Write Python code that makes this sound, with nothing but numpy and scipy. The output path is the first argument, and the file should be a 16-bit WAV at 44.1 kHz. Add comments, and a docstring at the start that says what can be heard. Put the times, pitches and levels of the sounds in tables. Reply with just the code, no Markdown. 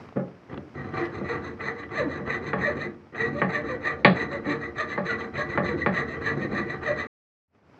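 """Fingers tap wood, a board thuds on a workbench, and slow scrapes ease a hand fretsaw into it. Strokes follow,
about three each way a second: tooth clicks and tearing-fibre noise drive the filters of bench, board and blade.
Short tones sing, snagged teeth burst free, and now and then the jammed saw knocks the board: impulses excite
its decaying modes, and the steel frame rattles. The sound stops abruptly; then quiet handling of wood fades in."""
import sys
import numpy as np
from scipy import signal
from scipy.fft import irfft
from scipy.io import wavfile
from scipy.ndimage import uniform_filter1d

SR = 44100
rng = np.random.default_rng(int(sys.argv[2]) if len(sys.argv) > 2 else 0)


def put_to_file(sound):
    """Save the sound as 16-bit audio at rate SR, in the file named by the first command-line argument."""
    columns = np.atleast_2d(sound).T  # one column per channel
    safe = np.clip(columns, -1, 1)
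    whole_steps = np.round(safe * 32767)
    wavfile.write(sys.argv[1], SR, whole_steps.astype(np.int16))


N = 343891

# Levels in the tables are relative: later gains shift them. Spectra have columns hz, level_db_per_hz;
# resonances have columns centre_hz, width_hz, lift_db.

# Down-and-up strokes of the saw: catch_s, length_s, tooth_rate_hz (at full hand speed),
# cut_pressure_db, return_pressure_db, fastest_return_moment (share of the length)
STROKES = [(0.932, 0.35, 574.4, 3, -5, 0.63), (1.245, 0.34, 600, 0.5, -7, 0.65),
           (1.598, 0.3, 604.8, -0.5, -9, .66), (1.916, 0.35, 637, 0.5, -5, .6),
           (2.261, 0.33, 578.8, 0.5, -5, 0.64), (2.583, 0.37, 627.4, 2, -4.5, 0.62),
           (3.155, .35, 489.6, -0.5, -6.5, .63), (3.49, 0.32, 609.6, 2, -4.5, 0.66),
           (3.819, 0.29, 620, 2, -19.5, .62), (4.143, 0.3, 554.2, 1, -2.5, .62),
           (4.444, 0.3, 582, 0.5, -6, 0.66), (4.754, 0.25, 608.6, -0.5, -3.5, 0.63),
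           (5.047, 0.275, 678.5, 1.5, -6, .58), (5.342, 0.27, 572.8, 0, -2.5, .66),
           (5.633, 0.26, 570.3, 0.5, -7, 0.68), (5.924, 0.3, 668.5, 1.5, -3.5, .62),
           (6.216, 0.31, 620, 1, -5, 0.67), (6.513, 0.3, 630.5, 0.5, -3.5, 0.61),
           (6.821, 0.29, 643, 0.5, -2.5, 0.61)]
# Swing of the cut: start, fastest moment, end (shares of the stroke length, from the catch)
CUT_SWING = (-.09, .18, .43)
# Swing of the return: start, end (same shares)
RETURN_SWING = (.41, .87)
# The hand gathers pace: time_s, top_speed (share of full speed)
WARM_UP = [(.5, 0.4), (.85, 0.4), (1.0, .65), (1.7, 0.98)]
# Slow, even scrapes that ease the blade into the cut: start_s, end_s, pressure_db
SCRAPES = [(0.49, .58, -8), (.742, .945, -3.5)]
SCRAPE_ATTACK_S, SCRAPE_RELEASE_S = .006, .055
SCRAPE_HZ = 620  # tooth rate of the scrapes, were the hand at full speed
SLACK_DB = -5  # before the teeth catch, the blade only bows
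COAST_S = 0.037  # the bench settles slowly when the blade stops

# Bench rumble while the saw runs: time_s, level_db
BENCH_RUMBLE = [(.5, -35), (1.0, -32.5), (1.75, -37.5), (2.05, -32.5), (2.4, -34.5), (2.7, -31.5),
                (3.9, -36), (4.25, -32.5), (4.7, -36.5), (5.4, -35), (5.68, -28.5), (5.9, -36.5),
                (6.5, -27), (6.72, -33), (7.05, -36)]
# Broad colour of each part under the teeth: hz, level_db_per_hz
BENCH_SPECTRUM = [(25, -44), (45, -25), (66, -6), (112, -16), (150, -9), (250, -6), (380, -9.5), (520, -8),
                  (900, -35.5), (3000, -95)]
BOARD_SPECTRUM = [(100, -31), (300, -7), (450, 1), (600, -0.5), (700, -2.5), (1000, -7), (1250, -1),
                  (1550, 0), (1900, -7.5), (2500, -14.5), (3300, -15.5), (5000, -43.5), (9000, -84)]
BLADE_SPECTRUM = [(400, -51.5), (1300, -24), (1600, -18.5), (1670, -4), (1850, -2), (1990, 3), (2110, -17),
                  (2380, -8.5), (2800, -27), (6000, -82.5)]
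RASP_SPECTRUM = [(1200, -36), (2400, -2), (2900, -1.5), (3500, -4), (4300, -5.5), (4600, -21), (5700, -37),
                 (6400, -16.5), (7100, -45.5), (7600, -27), (8000, -46.5), (8700, -45), (9300, -79)]
# Resonances of the same parts: centre_hz, width_hz, lift_db
BENCH_RESONANCES = [(84.8, 10, 14.5), (141, 23, 10), (206, 15, 8), (228.2, 3.9, 8.5), (293.1, 9.7, 10),
                    (350.4, 21, 11), (371, 4.6, 1)]
BOARD_RESONANCES = [(467.8, 14, 16.2), (585.6, 7.1, 8), (760, 14, 10), (900, 14, 12), (1154, 84, 9.9),
                    (1270, 17, 0.91)]
BLADE_RESONANCES = [(1844, 14, 8), (1970, 22, 7.9), (1910, 36, 1.3)]
RASP_RESONANCES = [(3963, 92, 13.3), (5235, 170, 9.6), (6175, 63, 19.2), (7380, 220, 15.5)]

# A tooth snags and breaks free: start_s, level_db
SNAGS = [(1.605, -33), (1.831, -33), (3.146, -33.5), (3.557, -32), (4.451, -38), (5.208, -32.5),
         (5.354, -28.5), (6.227, -38), (6.832, -35)]
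# Teeth in step with the board (low) or blade (high), which sings:
# middle_s, length_s, pitch_hz, slide_octaves_per_s, level_db
CHATTER = [(0.515, 0.065, 1970, -3, -51.5), (0.79, .09, 1920, -1.5, -41), (1.027, .12, 340.7, -0.4, -29.5),
           (1.32, 0.06, 469.2, -0.5, -27), (2.011, 0.083, 538.3, -10, -23.5),
           (2.064, .07, 305.5, -10.5, -26.5), (2.34, 0.056, 1846, 1, -26.5),
           (2.656, 0.063, 1862, -0.5, -22.5), (2.679, .06, 584.5, -5, -25), (3.226, .11, 1925, -0.5, -25),
           (3.374, .07, 581.5, 2, -31), (3.379, .05, 1169, -2, -34), (3.563, 0.027, 1811, -3, -23),
           (3.571, .08, 603, -1.5, -33), (3.725, .09, 504, -3, -29.5), (3.857, 0.043, 1850, 0, -26.5),
           (4.351, .09, 565.6, 0.2, -30), (4.501, .09, 292.3, 0, -24.5), (4.646, 0.075, 1942, 1.5, -30),
           (4.806, .05, 612.2, 2, -32), (4.81, 0.074, 1204, 1, -28), (4.822, 0.057, 1840, -2, -31),
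           (4.935, 0.047, 2049, 1.5, -31), (5.108, 0.052, 1440, -3, -27), (5.396, .06, 590.1, 3, -31),
           (5.411, 0.078, 1103, 1.5, -33.5), (5.538, .05, 1975, 0.5, -32.5),
           (5.716, .05, 471.9, -3.5, -26.5), (5.826, .04, 1950, -0.5, -23.5), (5.986, .08, 1976, 0, -29.5),
           (6.721, .07, 1924, -0.5, -30), (6.885, .06, 1875, 2.5, -32), (6.895, .06, 591, -3, -21.5)]
CHATTER_TOP_HZ = 2520
# Splinters torn from the surface: hz, level_db_per_hz
SPLINTER_SPECTRUM = [(1200, -10), (2900, 5.5), (3700, -6), (5400, -8.5), (7000, -27), (9000, -28),
                     (13000, -42)]
SPLINTER_START_S, SPLINTER_END_S, SPLINTER_DB = 0.915, 1.12, -52.5  # the first hard stroke

# The jammed blade lifts the board and lets it slap back:
# start_s, level_db, frame_snap_db, favoured_mode_hz, mode_lift_db
KNOCKS = [(2.532, -15.5, -28, 445, 5.5), (3.4166, -11.5, -23, 1811, 0), (4.0473, -3, 0.5, 820.6, 5),
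          (4.977, -17, -28, 560, 6), (5.575, -13, -29, 583.2, 5), (5.8613, -11, -20, 1157, -0.5)]
SOFT_KNOCK_HZ, HARDER_HZ = 1710, 5000  # top of a blow's spectrum: the faintest, and what full energy adds
REBOUND_HZ = 1486  # highest top of the spectrum of the rebounds
CONTACT_DB, CONTACT_S, CONTACT_GROWTH = -28, 0.00074, 1.7  # first contact grows faster than the slap
# The board shifts against the bench with a dull thud: start_s, level_db
THUDS = [(0.1588, -19.5), (.166, -11.5), (.194, -18.5), (.213, -32), (.576, -26.5), (1.211, -19),
         (2.2, -22), (4.46, -19.5), (6.53, -20)]
THUD_HZ = 560  # top of a thud's spectrum
SCUFF_DB, SCUFF_S = -18, 0.015  # a thud's faint scuff and its decay
PUSH_HZ, PUSH_S, PUSH_DB = 198.7, 0.0083, 2  # the low push of a thud
# Modes of the struck board: mode_hz, level_db
BOARD_MODES = [(136, -6.5), (182, -5), (233, -7.5), (345, -7), (390, -6.5), (440, -7.5), (532, -7.5),
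               (586, -1), (702, -8.5), (822, -4.5), (1104, -3), (1157, -5.5), (1250, -8), (1495, -13.5),
               (1665, -6.5), (1809, -1), (1976, -7), (2153, -13), (2403, -14), (2638, -14.5), (3020, -16.5)]
FAVOUR_OCTAVES = 0.16  # reach of the lift around the favoured mode
# Crack of a blow: hz, level_db_per_hz
CRACK_SPECTRUM = [(60, -14.5), (150, -4), (500, 7.5), (800, 3), (1200, -3.5), (1450, -4), (1850, 8),
                  (2150, -1), (2500, 3), (3100, -10), (3600, -18.5), (4400, -13), (5400, -38), (9000, -54),
                  (14000, -61.5)]
# Snap of a blow: hz, level_db_per_hz
SNAP_SPECTRUM = [(1100 / 3, -24), (1100, 0), (2200, -1), (3100, -8),
                 (4300, -6), (5400, -32), (9000, -50), (14000, -54)]
# Returns of a blow from the board's edges and clamps: delay_s, amplitude_share
EDGE_ECHOES = [(0, 1), (.0011, -0.23), (.0022, 0.96), (.0056, 0.38), (.0078, -0.041), (0.0091, 0.2)]
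# Boom of bench and room after a knock: delay_s (to the middle), length_s, pitch_hz, level_db
BOOM_SWELLS = [(0.038, 0.0441, 205, -14.5), (.068, 0.0468, 180, -15)]
KNOCK_ROOM_DB = 11.5
# Steel frame and clamps: hz, level_db_per_hz
FRAME_SPECTRUM = [(1000, -32.5), (2500, -10), (3400, -3.5), (4300, -1.5), (4800, -9), (5400, -28.5),
                  (9000, -48)]
# Their resonances: centre_hz, width_hz, lift_db
FRAME_RESONANCES = [(3350, 59, 12.5), (3580, 46, 8.5), (3980, 50, 9.5), (4270, 35, 5.5)]

# Quiet background of the workshop: hz, level_db_per_hz
AIR_SPECTRUM = [(25, -33.5), (45, -17.5), (80, 1), (250, 0), (550, -7.5), (1300, -13), (2300, -17.5),
                (3500, -31), (5300, -29.5), (7000, -41), (9000, -49.5), (14000, -56)]
# Its course: time_s, level_db
AIR_LEVEL = [(0, -43), (.12, -50), (.4, -51.5), (0.699, -49.5), (3.051, -53.5), (7.1, -49), (7.48, -90),
             (7.551, -62), (7.619, -63), (7.699, -56), (7.8, -52.5)]
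# Light clicks of wood and metal under the fingers: start_s, level_db
TOUCHES = [(.088, -37), (0.125, -39.5), (.281, -42), (0.543, -31), (0.576, -27.5), (7.549, -60),
           (7.588, -64.5), (7.629, -58), (7.665, -59), (7.744, -51), (7.788, -56)]
# Colour of the clicks and of the rustle: hz, level_db_per_hz
TOUCH_SPECTRUM = [(100, 5), (400, 7.5), (1200, 4.5), (2000, -9.5), (3300, -12), (5000, -32), (7000, -45.5),
                  (12000, -57.5)]
# Reverberation of the room: hz, t60_s
ROOM_T60 = [(100, 0.7), (400, 0.43), (1000, 0.3), (2700, 0.2), (8000, 0.17)]
SILENT_FROM_S, SILENT_TO_S = 7.07, 7.48
LOW_CUT_HZ, EDGE_HZ = 72, 14470  # the microphone's bass roll-off, and the upper band limit


def saw(grip_db=1.8, clamp_s=0.00034, travel_s=0.0013, clamp_share=0.1, lean_db=1.15):
    """Forced vibration: bites and tearing drive each part; brighter parts depend more steeply on blade speed."""
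    speed, height, hold, tooth_hz, pressure_db = arm_motion()
    bites, tearing = teeth(tooth_hz), fibres()
    grip = hold * amp(grip_db * wander(70))  # hard and soft spots in the wood
    t = np.arange(N) / SR
    moving = 1. * (speed > 0)
    last_moving_s = np.maximum.accumulate(t * moving)
    settling = np.exp(-(t - last_moving_s) / COAST_S) * (t > SCRAPES[0][0])

    def part(response, level_db, press, steepness, buzz, drag_db, dragging=moving):
        """Source and filter: buzz is the bites' share of the power, press the response to pressure in dB per dB."""
        drive = np.sqrt(buzz) * bites + np.sqrt(1 - buzz) * tearing
        # each bite returns from the blade clamp, whose distance changes: the colour sweeps
        reflection = np.interp(t - clamp_s - travel_s * height, t, drive)
        drive = unit(drive + clamp_share * reflection)
        force = speed ** steepness + amp(drag_db) * dragging  # even a slow blade drags
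        lean = lean_db * wander(25)  # the blade leans in the cut and favours now one part, now another
        gain = amp(level_db + lean + press * pressure_db)
        return through(drive * grip * gain * force, response)

    bench_db = np.interp(t, *np.transpose(BENCH_RUMBLE)) - 3.0
    bench = part(body(BENCH_SPECTRUM, BENCH_RESONANCES), bench_db, press=0.19, steepness=0.31,
                 buzz=0.3, drag_db=-5.0, dragging=settling)
    board = part(body(BOARD_SPECTRUM, BOARD_RESONANCES), level_db=-35.0, press=1.0, steepness=0.54,
                 buzz=0.41, drag_db=-14.0)
    blade = part(body(BLADE_SPECTRUM, BLADE_RESONANCES), level_db=-31.0, press=1.42, steepness=2.26,
                 buzz=0.55, drag_db=-19.5)
    # the hand flexes the frame, so the tension and pitch of the blade waver by about one percent
    blade = soften(np.interp(t + .00015 * wander(40), t, blade), 5000)
    rasp = part(body(RASP_SPECTRUM, RASP_RESONANCES), level_db=-42.5, press=1.0, steepness=2.43,
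                buzz=0.24, drag_db=-25.5)
    near = bench + board + blade + rasp
    return amp(-3.5) * near + amp(-7.0) * through(near, room_tail())


def arm_motion():
    """Reciprocating motion: speed 0-1, height 0-1, hold on the wood 0-1, tooth rate in Hz, pressure in dB."""
    t = np.arange(N) / SR
    speed, height, hold = np.zeros(N), np.zeros(N), np.ones(N)
    full_speed_hz, pressure_db = np.full(N, 1. * SCRAPE_HZ), np.zeros(N)
    for catch, length, hz, cut_db, return_db, fastest in STROKES:
        return_start, return_end = RETURN_SWING
        return_swing = return_start, np.clip(fastest, return_start, return_end), return_end
        for shares, down, db in (CUT_SWING, 1, cut_db), (return_swing, -1, return_db):
            marks = catch + length * np.array(shares)
            now = slice(int(marks[0] * SR), int(marks[-1] * SR))
            swing = np.interp(t[now], marks, [0, np.pi / 2, np.pi])
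            speed[now] = np.maximum(speed[now], np.sin(swing))
            height[now] = (1 + down * np.cos(swing)) / 2
            full_speed_hz[now] = hz
            pressure_db[now.start:] = db
        cut_start = catch + length * CUT_SWING[0]
        hold[int(cut_start * SR):int(catch * SR)] = amp(SLACK_DB)
    for start, end, db in SCRAPES:
        rise, fall = (t - start) / SCRAPE_ATTACK_S, (end - t) / SCRAPE_RELEASE_S
        scrape = np.clip(np.minimum(rise, fall), 0, 1)
        pressure_db[scrape > speed] = db
        speed = np.maximum(speed, scrape)
    speed = np.maximum(speed * np.interp(t, *np.transpose(WARM_UP)), 0)
    return speed, height, hold, full_speed_hz * speed, pressure_db


def teeth(rate_hz, jitter=.05, uneven_db=3.0):
    """Impulse train: one click for each tooth that enters the wood, of uneven strength and spacing."""
    passed = np.floor(np.cumsum(rate_hz * (1 + jitter * wander(300))) / SR)
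    strength = amp(uneven_db * np.clip(rng.standard_normal(N), -2, 2))
    clicks = (np.diff(passed, prepend=0) > 0) * strength
    return unit(clicks - uniform_filter1d(clicks, size=400))  # less its slow mean


def fibres(per_s=4000, spread_db=4.5, clump_db=3.5):
    """Random impulse noise: wood fibres tear in small clumps of snaps."""
    snaps = (rng.random(N) < per_s / SR) * rng.choice([-1, 1], N)
    snaps = snaps * amp(spread_db * rng.standard_normal(N))
    return unit(snaps * amp(clump_db * wander(130)))


def snags(decay_s=0.013, board_db=-3):
    """Sudden release: a snagged tooth lets go in a decaying burst of noise through board and blade."""
    force = np.zeros(N)
    for s, db in SNAGS:
        add(force, s, amp(db) * np.exp(-np.arange(SR // 10) / SR / decay_s))
    board = amp(board_db) * body(BOARD_SPECTRUM, BOARD_RESONANCES)
    blade = body(BLADE_SPECTRUM, BLADE_RESONANCES)
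    return through(force * rng.standard_normal(N), board + blade)


def chatter(waver=.022, shake_db=1.5, octave_db=-14, third_db=-18, room_db=-9):
    """Self-sustained oscillation: teeth in step with board or blade give short, rough, sliding harmonic tones."""
    out, drift, shake = np.zeros(N), wander(250), wander(200)
    for middle, length, hz, slide, db in CHATTER:
        t = np.arange(-length / 2, length / 2, 1 / SR)
        now = ((middle + t) * SR).astype(int)
        pitch_hz = hz * 2 ** (slide * t) * (1 + waver * drift[now])
        phase = 2 * np.pi * np.cumsum(pitch_hz) / SR
        tone = np.sin(phase) + amp(octave_db) * np.sin(2 * phase) + amp(third_db) * np.sin(3 * phase)
        swell = np.sin(np.pi * np.linspace(0, 1, len(t)) ** 0.98)  # rises slightly faster than it dies
        add(out, middle + t[0], amp(db + shake_db * shake[now]) * tone * swell)
    out = soften(out, CHATTER_TOP_HZ)
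    return amp(-1.0) * out + amp(room_db) * through(out, room_tail())


def splinters():
    """Brittle fracture: a brief spray of fine, bright ticks swells and fades."""
    swell = np.sin(np.interp(np.arange(N) / SR, (SPLINTER_START_S, SPLINTER_END_S), [0, np.pi]))
    ticks = swell * fibres(per_s=1000, spread_db=2.5)
    return amp(SPLINTER_DB) * through(ticks, body(SPLINTER_SPECTRUM))


def shudder(lead_s=0.039, length_s=0.091, first_db=-52, growth_db_per_s=2.0, top_hz=72):
    """Low-frequency forcing: the bench shudders as the teeth catch on each cut, more as the work goes on."""
    swell = np.zeros(N)
    for catch, *_ in STROKES:
        add(swell, catch - lead_s, amp(first_db + growth_db_per_s * catch) * np.hanning(int(length_s * SR)))
    return swell * unit(soften(rng.standard_normal(N), top_hz))


def knocks(rattle_db=-17, rattle_s=0.037, rattle_per_s=350, spread_s=.0009, ring_db=-11.5, crack_db=14,
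           snap_db=-4.5, snap_s=0.0028, boom_db=2):
    """Impact excitation: slaps and thuds make the board snap, ring and rattle; a stronger slap is brighter."""
    t = np.arange(SR // 2) / SR

    def burst(decay_s, top_hz):
        """Decaying noise, a contact of many small impacts."""
        return soften(rng.standard_normal(len(t)) * np.exp(-t / decay_s), top_hz)

    # a lift of 0 dB favours no mode
    hits = [(s, db, THUD_HZ, 410, 0) for s, db in THUDS]
    for s, db, _, favoured_hz, lift_db in KNOCKS:
        hits.append((s, db, SOFT_KNOCK_HZ + HARDER_HZ * amp(db) ** 2, favoured_hz, lift_db))

    blows, rings, snaps, low, contact = np.zeros((5, N))
    for s, db, hard_hz, favoured_hz, lift_db in hits:
        rebounds = (rng.random(len(t)) < rattle_per_s / SR) * rng.choice([-1, 1], len(t))
        rebounds = soften(rebounds * np.exp(-t / rattle_s), min(hard_hz, REBOUND_HZ))
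        blow = amp(db) * (soften(1. * (t == 0), hard_hz) + amp(rattle_db) * rebounds)
        add(blows, s, blow)
        add(rings, s, through(blow, board_ring(t, favoured_hz, lift_db)))
        add(snaps, s, amp(db) * burst(snap_s, hard_hz))
    for s, db, *_ in KNOCKS:
        add(low, s, amp(db + boom_db) * boom())
        add(contact, s, amp(CONTACT_GROWTH * db + CONTACT_DB) * burst(CONTACT_S, 7500))
    push = t / PUSH_S * np.exp(-t / PUSH_S) * np.sin(2 * np.pi * PUSH_HZ * t)
    for s, db in THUDS:
        add(snaps, s, amp(db + SCUFF_DB) * burst(SCUFF_S, SOFT_KNOCK_HZ))
        add(low, s, amp(db + PUSH_DB) * push)

    snap = through(snaps, body(SNAP_SPECTRUM))
    slap = through(bend(blows, spread_s), body(CRACK_SPECTRUM))
    crack = np.zeros(N)
    for delay_s, share in EDGE_ECHOES:
        add(crack, delay_s, share * slap)
    room = amp(KNOCK_ROOM_DB) * through(slap, room_tail(first_s=0.0063))
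    room = room + amp(snap_db - 7.0) * through(snap, room_tail())
    ring = amp(ring_db) * bend(rings, spread_s)
    return amp(snap_db) * snap + ring + amp(crack_db) * crack + room + low + contact


def board_ring(t, favoured_hz, lift_db):
    """Modal superposition: high modes die sooner; the place of the blow lifts those near one pitch."""
    ring = 0
    for k, (hz, db) in enumerate(BOARD_MODES):
        t60 = .33 * (200 / hz) ** .35
        octaves_away = np.log2(hz / favoured_hz)
        db = db + lift_db * np.exp(-(octaves_away / FAVOUR_OCTAVES) ** 2)
        ring = ring + (-1) ** k * amp(db - 60 * t / t60) * np.sin(2 * np.pi * hz * t)
    return soften(ring, 4800)


def bend(x, delay_s, size=4096):
    """Dispersion: bending waves reach a plate's edge high notes first; delay_s is the delay at 1 kHz."""
    hz = np.fft.rfftfreq(size, 1 / SR)
    phase = 4 * np.pi * delay_s * np.sqrt(1000 * hz)
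    return through(x, irfft(np.exp(-1j * phase))[:size // 2])


def boom():
    """Delayed low resonance: bench and room answer a blow in two successive swells."""
    out = np.zeros(SR // 4)
    for delay_s, length, hz, db in BOOM_SWELLS:
        t = np.arange(0, length, 1 / SR)
        add(out, delay_s - length / 2, amp(db) * np.hanning(len(t)) * np.sin(2 * np.pi * hz * t))
    return out


def frame_rattle(bounce_db=-9, bounce_s=0.0092, fade_s=.04, bite_s=.0012, room_db=-5, count=9):
    """Repeated impact: at each knock the steel frame snaps, then bounces unevenly in its clamps."""
    t = np.arange(SR // 100) / SR
    taps = np.zeros(N)
    for s, _, snap_db, *_ in KNOCKS:
        delays = np.cumsum(bounce_s * (.5 + rng.random(count)))
        bounces = [(delay, amp(bounce_db) * np.exp(-delay / fade_s)) for delay in delays]
        for delay, size in [(0.0022, 0.91)] + bounces:
            tap = rng.standard_normal(len(t)) * np.exp(-t / bite_s)
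            add(taps, s + delay, amp(snap_db) * size * tap / np.linalg.norm(tap))
    out = through(taps, body(FRAME_SPECTRUM, FRAME_RESONANCES))
    return out + amp(room_db) * through(out, room_tail())


def workshop(flutter_db=0.15, touch_s=0.0033, rustle_db=-9):
    """Filtered noise: soft room noise, the crackly rustle of sleeves, and light taps of fingers on wood."""
    level_db = np.interp(np.arange(N) / SR, *np.transpose(AIR_LEVEL)) + flutter_db * wander(40)
    air = through(rng.standard_normal(N), body(AIR_SPECTRUM))
    rustle = through(fibres(per_s=1200, spread_db=5.0, clump_db=3.5), body(TOUCH_SPECTRUM))
    out = amp(level_db) * (amp(-1) * air + amp(rustle_db) * rustle)
    t = np.arange(SR // 20) / SR
    for s, db in TOUCHES:
        tap = rng.standard_normal(len(t)) * np.exp(-t / touch_s)
        add(out, s, amp(db) * through(tap, body(TOUCH_SPECTRUM)))
    return out


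def room_tail(first_s=0.0028):
    """Reverberation: dense reflections of energy 1, each band dying at its own speed."""
    taps = rng.standard_normal(SR // 2) * (np.arange(SR // 2) > first_s * SR)
    hz, t, z = signal.stft(taps, SR, nperseg=256)
    decay = amp(-60 * t / read(ROOM_T60, hz)[:, None])
    tail = signal.istft(z * decay, SR, nperseg=256)[1]
    return tail / np.linalg.norm(tail)


def body(spectrum, peaks=(), size=8192):
    """Minimum-phase filter: a causal response of energy 1, a broad colour with resonances on top."""
    hz = abs(np.fft.fftfreq(size, 1 / SR))
    lift = 1 + sum((amp(db) ** 2 - 1) / (1 + (2 * (hz - f) / width) ** 2) for f, width, db in peaks)
    log_gain = np.log(amp(read(spectrum, hz)) * np.sqrt(np.maximum(lift, .1)))
    # the Hilbert transform of the log gain gives the phase
    response = np.fft.ifft(np.exp(np.conj(signal.hilbert(log_gain)))).real[:size // 2]
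    return response / np.linalg.norm(response)


def through(x, response):
    """Convolution: passes a source through the impulse response of a body."""
    return signal.oaconvolve(x, response)[:len(x)]


def soften(x, top_hz):
    """Low-pass filtering: takes away the treble above top_hz, as a longer contact does."""
    return signal.sosfilt(signal.butter(4, min(top_hz, SR / 3), fs=SR, output="sos"), x + 1e-18)


def wander(hz):
    """Random modulation: smooth chance of rms 1 with hz random knots a second."""
    knots = np.arange(N) * hz / SR
    return unit(np.interp(knots, np.arange(N), rng.standard_normal(N)))


def amp(db):
    """Decibel law: level in dB to amplitude."""
    return 10 ** (np.asarray(db) / 20)


def unit(x):
    """Normalization: scales to rms 1."""
    return x / np.sqrt(np.mean(x ** 2) + 1e-20)


def read(points, hz):
    """Interpolation: joins the points by straight lines on a log-frequency axis."""
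    f, value = np.transpose(points)
    return np.interp(np.log(hz + 1), np.log(f + 1), value)


def add(mix, s, sound):
    """Superposition: adds a sound to the mix in place, from s seconds on."""
    part = mix[max(round(s * SR), 0):][:len(sound)]
    part += sound[:len(part)]


def scene():
    """Superposition of all sources, as one channel."""
    sawing = saw() + snags() + chatter() + splinters() + shudder()
    return (sawing + knocks() + frame_rattle() + workshop())[None]


def record(dry):
    """Band limiting: the microphone thins the bass, the sound breaks off for a moment, the top is cut."""
    t = np.arange(N) / SR
    running = uniform_filter1d(1. * ((t < SILENT_FROM_S) | (t > SILENT_TO_S)), size=40)
    heard = signal.sosfilt(signal.butter(2, LOW_CUT_HZ, "high", fs=SR, output="sos"), dry)
    band_limit = signal.firwin(511, EDGE_HZ, window=("kaiser", 9), fs=SR)
    return signal.oaconvolve(heard * running, band_limit[None], "same")


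dry = scene()
out = record(dry)
put_to_file(out)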